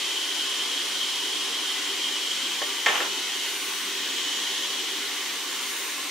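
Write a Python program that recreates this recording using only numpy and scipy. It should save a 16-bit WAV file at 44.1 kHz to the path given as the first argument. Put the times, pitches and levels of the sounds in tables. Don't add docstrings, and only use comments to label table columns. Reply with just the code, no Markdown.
import sys
import numpy as np
from scipy import signal
from scipy.fft import rfft, irfft, next_fast_len
from scipy.io import wavfile
from scipy.ndimage import uniform_filter1d, map_coordinates

SR = 44100
rng = np.random.default_rng(int(sys.argv[2]) if len(sys.argv) > 2 else 0)


def ratio_of_db(decibels):
    return 10 ** (np.asarray(decibels, float) / 20)


def dump_mix(stems):
    frames = np.atleast_2d(stems).T
    limited = np.clip(frames, -1, 1)
    pcm = np.round(limited * 32767).astype(np.int16)
    wavfile.write(sys.argv[1], SR, pcm)


N = 269010


def unit(x):
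    return x / np.sqrt(np.mean(x ** 2) + 1e-20)


def along(points, hz):
    f, v = np.transpose(points)
    return np.interp(np.log(hz + 1), np.log(f + 1), v)


def curves(rows):
    s, *cols = np.transpose(rows)
    return [np.interp(np.arange(N) / SR, s, c) for c in cols]


def filtered(x, response):
    m = next_fast_len(N + SR // 2)
    hz = np.fft.rfftfreq(m, 1 / SR)
    return irfft(rfft(x, m) * response(hz), m)[..., :N]


def peak(hz, centre_hz, width_hz):
    return 1 / (1 + (2 * (hz - centre_hz) / width_hz) ** 2)


def rush(gain, patchy_db, wide=5, long=30):
    # frequency in Hz, left-right likeness from 0 to 1.
    likeness = [(60, 0.68), (250, 1), (500, 0.84), (900, 0.85), (2400, 0.77), (3050, 0.83), (3500, 0.59),
                (4400, 0.57), (6000, 0.81), (8300, 0.4), (10000, .5), (11200, .3), (13700, .42),
                (16000, .35)]
    z = signal.stft(rng.standard_normal((2, N)), nperseg=1024)[2]
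    field = uniform_filter1d(rng.standard_normal(z.shape[1:]), size=wide, axis=0)
    field = uniform_filter1d(field, size=long, axis=1)
    pair = signal.istft(z * ratio_of_db(patchy_db * unit(field)), nperseg=1024)[1][:, :N]

    def mid_side_gain(hz):
        angle = np.arccos(np.clip(along(likeness, hz), -1, 1)) / 2
        return gain(hz) * [np.cos(angle), np.sin(angle)]

    mid, side = filtered(pair, mid_side_gain)
    return unit(np.array([mid + side, mid - side]))


def hot_air():
    # frequency in Hz, spectral level in dB per Hz.
    blower_colour = [(18, -85), (30, -58), (112, -44), (199, -22.5), (228, -17.5), (256, -7), (389, -7),
                     (428, -12.5), (471, -7.5), (628, -10.5), (1030, -6.5), (1250, -9), (2020, -3.5),
                     (2690, -4), (2900, -1), (3770, -61), (6380, -120)]
    jet_colour = [(1940, -48), (3300, -9.5), (3520, 0), (4530, -7), (4750, -5.5), (5880, -6), (8500, -15.5),
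                  (11000, -36.5), (18700, -120)]
    hiss_colour = [(4400, -46), (7500, -0.5), (8800, -1.5), (9700, -2.5), (11500, -6.5), (13500, -7.5),
                   (15000, -7), (16000, -17)]
    # frequency in Hz, width in Hz, level in dB.
    tube_modes = [(2897, 130, -7.5), (3034, 102, -2), (3184, 225, -1), (3320, 79, -4.5), (3377, 46, -1.5)]
    # time in seconds, shade in dB.
    hand_shade = [(0, 1.5), (.13, 0), (1.54, 0), (1.9, 1), (2.05, -0.5), (2.6, 1.5), (2.9, 4), (3.23, 2),
                  (3.46, 3), (3.58, 8), (3.92, 4.5), (4.2, 0.5), (4.8, 1.5), (4.87, 3), (5.28, 6.5),
                  (5.64, 6.5), (5.72, 11.5), (6.1, 9)]
    shade_db, = curves(hand_shade)

    def tube(hz):
        return sum(ratio_of_db(db) * peak(hz, c, 1.25 * w) ** 2 for c, w, db in tube_modes)

    blower = rush(lambda hz: ratio_of_db(along(blower_colour, hz)), patchy_db=1.17)
    whistle = rush(tube, patchy_db=.8, wide=2, long=14)
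    jet = rush(lambda hz: ratio_of_db(along(jet_colour, hz)), patchy_db=0.16)
    hiss = rush(lambda hz: ratio_of_db(along(hiss_colour, hz)), patchy_db=.9, wide=8)
    return (ratio_of_db(-37 - .06 * shade_db) * blower
            + ratio_of_db(-36 - shade_db) * whistle
            + ratio_of_db(-35 - .28 * shade_db) * jet
            + ratio_of_db(-42.5 + .1 * shade_db) * hiss)


def ridges(hz):
    # frequency in Hz, width in Hz, lift in dB (negative for a null).
    room_modes = [(204.8, 14.4, 14), (296, 16, 5.5), (399.3, 26.3, 10), (475, 42, 5), (614, 30, 1),
                  (803, 14, 9.5), (867, 9.5, 11), (919, 31, 8), (1069, 31, 7.5), (1165, 16, 9),
                  (1273, 14, 5.5), (1335, 34, 5), (1463, 21, 6.5), (1570, 25, 4.5), (1691, 21, 5.5),
                  (1852, 23, 7), (1950, 19, 1), (2008, 29, 6), (2150, 71, 4), (2280, 59, -1.5),
                  (2383, 36, 6), (2582, 21, 8),
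                  (240, 24, -8.5), (257, 16, 5.5), (351, 23, 5.5), (500, 33, -6.5), (632, 25, -11.5),
                  (692, 20, -4.5), (762, 41, 1), (819, 18, -21), (886.5, 20, -10), (927, 24, -5),
                  (973, 42, 3), (1310, 30, -1), (1292, 25, -3.5), (1606, 17, -12),
                  (2726, 30, 4), (2864, 30, 4), (2902, 35, 5), (3002, 40, 8), (3055, 25, 4),
                     (3112, 25, 7), (3199, 35, 8), (3300, 25, 2), (3337, 30, 6), (3515, 28, 3),
                     (3630, 35, 5), (3680, 35, 4), (3763, 23, 4), (3849, 35, 5), (4000, 28, 8),
                     (4030, 20, 5), (4237, 45, 6), (4371, 26, 7), (4422, 22, 11), (4509, 35, 8),
                     (4605, 45, 4),
                  (5330, 260, 3), (5880, 32, 7), (6180, 24, 4), (6300, 86, 3), (6580, 79, 5.5),
                 (6980, 130, 6), (7100, 76, 4.5), (7540, 78, 4.5), (7800, 67, -4.5), (9450, 150, 3.5),
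                 (10000, 160, 1.5)]
    modes = room_modes
    return ratio_of_db(sum(db * peak(hz, c, w) for c, w, db in modes))


def ripple(hz, spacing_hz, twist):
    # frequency in Hz, ripple depth in dB.
    depth = [(1500, .4), (4500, .5), (4900, 1.5), (10000, 1.2), (15000, .9)]
    knots = rng.standard_normal((4, 1000))
    shared, left, right, phase = [map_coordinates(k, [hz / spacing_hz], mode="wrap") for k in knots]
    turn = np.exp(1j * np.outer([1, -1], along(twist, hz) * phase))
    level_db = along(depth, hz) * (shared + 1.4 * np.array([left, right]))
    return ratio_of_db(level_db) * turn


def scattered(air):
    # time in seconds, number of the hand's resting place.
    hand_place = [
        (0, 0),
        (2.3, 0),
        (3.3, 1),
        (4.6, 1),
        (5.4, 2),
        (6.1, 2),
    ]
    place, = curves(hand_place)
    twist = [(300, .05), (3000, 0.089), (8000, 0.53)]  # (Hz, phase in radians)

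    def colour(hz):
        return ridges(hz) * ripple(hz, spacing_hz=31.65, twist=twist)

    out = 0
    for k in range(3):
        nearness = np.clip(1 - abs(place - k), 0, 1)
        out = out + np.sqrt(nearness) * filtered(air(), colour)
    return out


def glints():
    # centre time in seconds, length in seconds, frequency in Hz, strength in dB.
    resting = [(.3, .8, 10700, 2), (1.4, 2, 9900, 2), (2.4, 0.36, 8250, 0), (2.75, .6, 13300, -3),
               (3.0, 0.45, 6300, 1), (4.2, .3, 7700, -1), (4.4, 0.37, 6670, 2), (4.5, .3, 10700, 3),
               (4.9, .8, 11800, -6), (5.3, 1.1, 15400, -4), (5.3, 0.3, 6170, 0), (5.5, 0.84, 13200, -10),
               (5.5, 1.4, 2050, -2), (4.1, .3, 15300, 0), (3.75, 0.21, 8150, 0), (5.85, .45, 6600, 0),
               (5.75, .25, 10500, -3)]
    # centre time in seconds, length in seconds, extra path in metres, strength in dB.
    sweeps = [
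        (2.85, .4, .155, -6),
        (3.48, .16, .0975, 0),
        (3.68, .3, .109, 3),
        (5.2, .7, .2, -6),
        (5.77, .3, .111, 4),
    ]
    path_growth, tooth_sharpness, bright_hz = .22, 2, 8000
    hz, t, z = signal.stft(rng.standard_normal((2, N)), SR, nperseg=512)
    hz = hz[:, None]

    def bell(x, centre, width):
        return np.exp(-np.log(16) * ((x - centre) / width) ** 2)

    def comb(s, path_m):
        return np.cos(np.pi * hz * path_m * (1 + path_growth * (t - s)) / 343) ** 2

    power = sum(ratio_of_db(2 * db) * bell(hz, c, .05 * c) * bell(t, s, length) for s, length, c, db in resting)
    teeth = sum(ratio_of_db(2 * db) * comb(s, path_m) ** tooth_sharpness * bell(t, s, length)
                for s, length, path_m, db in sweeps)
    power = power + teeth / (1 + (bright_hz / (hz + 1)) ** 8)
    tilt = ratio_of_db(-70 - 9.5 * np.log2(np.maximum(hz / 6000, 1)))
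    return signal.istft(z * tilt * np.sqrt(power * SR / 2), SR, nperseg=512)[1][:, :N]


def taps():
    # start in seconds, peak in dB, favoured pitch in Hz, ring as a share of the usual decay.
    contacts = [(2.6172, -20, 900, .4), (2.626, -27, 500, .5), (2.8612, -10, 3000, .4),
                (2.8655, -15, 1800, .6), (2.8745, -21, 1700, .5), (2.887, -17, 2500, .5),
                (2.894, -18, 1200, .5), (2.9025, -21, 1000, .5), (2.955, -23, 3000, .5),
                (3.003, -21, 1700, .6), (3.009, -20, 900, .5)]
    # mode frequency in Hz, level in dB, decay t60 in seconds.
    board_modes = [(510, -4, 0.07), (590, 4.5, 0.061), (788, -3, 0.13), (1092, 2.5, 0.086),
                   (1333, -2.5, 0.08), (1745, 0.5, 0.058), (1807, 5, 0.044), (2050, -1.5, 0.067),
                   (2780, 0.5, 0.039), (3030, 8, 0.018), (3800, -14, 0.033), (5560, -14, .04),
                   (9200, -22, 0.016)]
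    # start in seconds, frequency in Hz, level in dB, decay t60 in seconds.
    tip_ring = (2.963, 12710, -42, .35)
    out, t = np.zeros(N), np.arange(SR // 4) / SR
    hz, level_db, t60 = np.transpose(board_modes)[:, :, None]
    dull = signal.butter(N=3, Wn=5500, fs=SR, output="sos")
    for s, db, pitch_hz, ring in contacts:
        octaves_away = abs(np.log2(hz / pitch_hz))
        strength = level_db - 6 * octaves_away + rng.normal(0, 1.5, hz.shape)
        modes = (ratio_of_db(strength - 60 * t / (ring * t60)) * np.sin(2 * np.pi * hz * t)).sum(axis=0)
        crack = signal.sosfilt(dull, rng.standard_normal(len(t))) * ratio_of_db(6.5 - 60 * t / 0.0098)
        onset = 1 - np.exp(-t / 0.00046)
        out[round(s * SR):][:len(t)] += ratio_of_db(db - 4.0) * (modes + crack) * onset
    s, tip_hz, db, tip_t60 = tip_ring
    ping = ratio_of_db(db - 60 * t / tip_t60) * np.sin(2 * np.pi * tip_hz * t)
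    out[round(s * SR):][:len(t)] += ping * (1 - np.exp(-t / .006))
    return out


def scrape():
    # frequency in Hz, body level in dB per Hz.
    body_colour = [(150, -10), (400, -5.5), (800, 3), (1800, -1), (3300, 0.5), (4200, -12.5), (6500, -18),
                   (15000, -40)]
    # start in seconds, length in seconds, level in dB.
    jerks = [
        (2.862, .04, -24),
        (2.945, .03, -26.5),
        (3.005, .028, -28.5),
    ]
    bite_s, softer = .003, 8
    fade_db_per_s, release_db_per_s = 50, 250
    grit_db, grit_t60_s = -40, .5
    unevenness = unit(uniform_filter1d(rng.standard_normal(N), size=70))
    slips = rng.standard_normal(N) * ratio_of_db(2.5 * unevenness)
    s, length, db = np.transpose(jerks)[:, :, None]
    t = np.arange(N) / SR - s
    level_db = db - fade_db_per_s * abs(t) - release_db_per_s * np.maximum(t - length, 0)
    bite = np.clip(1 + t / (bite_s * np.where(s > s[0], softer, 1)), 0, 1)
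    grit = unit(filtered(slips, lambda hz: peak(hz, 5700, 2500)))
    body = unit(filtered(slips, lambda hz: ratio_of_db(along(body_colour, hz))))
    crackle = bite[0] * ratio_of_db(grit_db - 60 * abs(t[0]) / grit_t60_s) * grit
    return (bite * ratio_of_db(level_db)).max(axis=0) * body + crackle


def room(x):
    # frequency in Hz, decay t60 in seconds.
    wall_decay = [(200, 0.26), (2000, 0.42), (10000, 0.13)]
    hz, t, z = signal.stft(rng.standard_normal((2, SR // 2)), SR, nperseg=256)
    tail = signal.istft(z * ratio_of_db(-60 * t / along(wall_decay, hz)[:, None]), SR, nperseg=256)[1]
    late = np.pad(x, (150, 0))[None]
    return signal.fftconvolve(late, tail / np.linalg.norm(tail[0]), axes=1)[:, :N]


def scene():
    tool = taps() + scrape()
    bass_cut = signal.butter(N=3, Wn=260, btype="high", fs=SR, output="sos")
    tool = signal.sosfilt(bass_cut, tool)
    return scattered(hot_air) + glints() + tool + ratio_of_db(-7.0) * room(tool)


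def low_pass(x):
    return signal.sosfilt(signal.butter(12, 17070, fs=SR, output="sos"), x)


def record(dry):
    # frequency in Hz, left minus right in dB.
    port_lean = [(200, -1.2), (600, -0.5), (5000, .5), (15000, 0.5)]
    top_hz = 15735
    ports = filtered(dry, lambda hz: ratio_of_db(np.outer([.5, -.5], along(port_lean, hz))) * (hz < top_hz))
    return low_pass(ports)


dry = scene()
out = record(dry)
dump_mix(out)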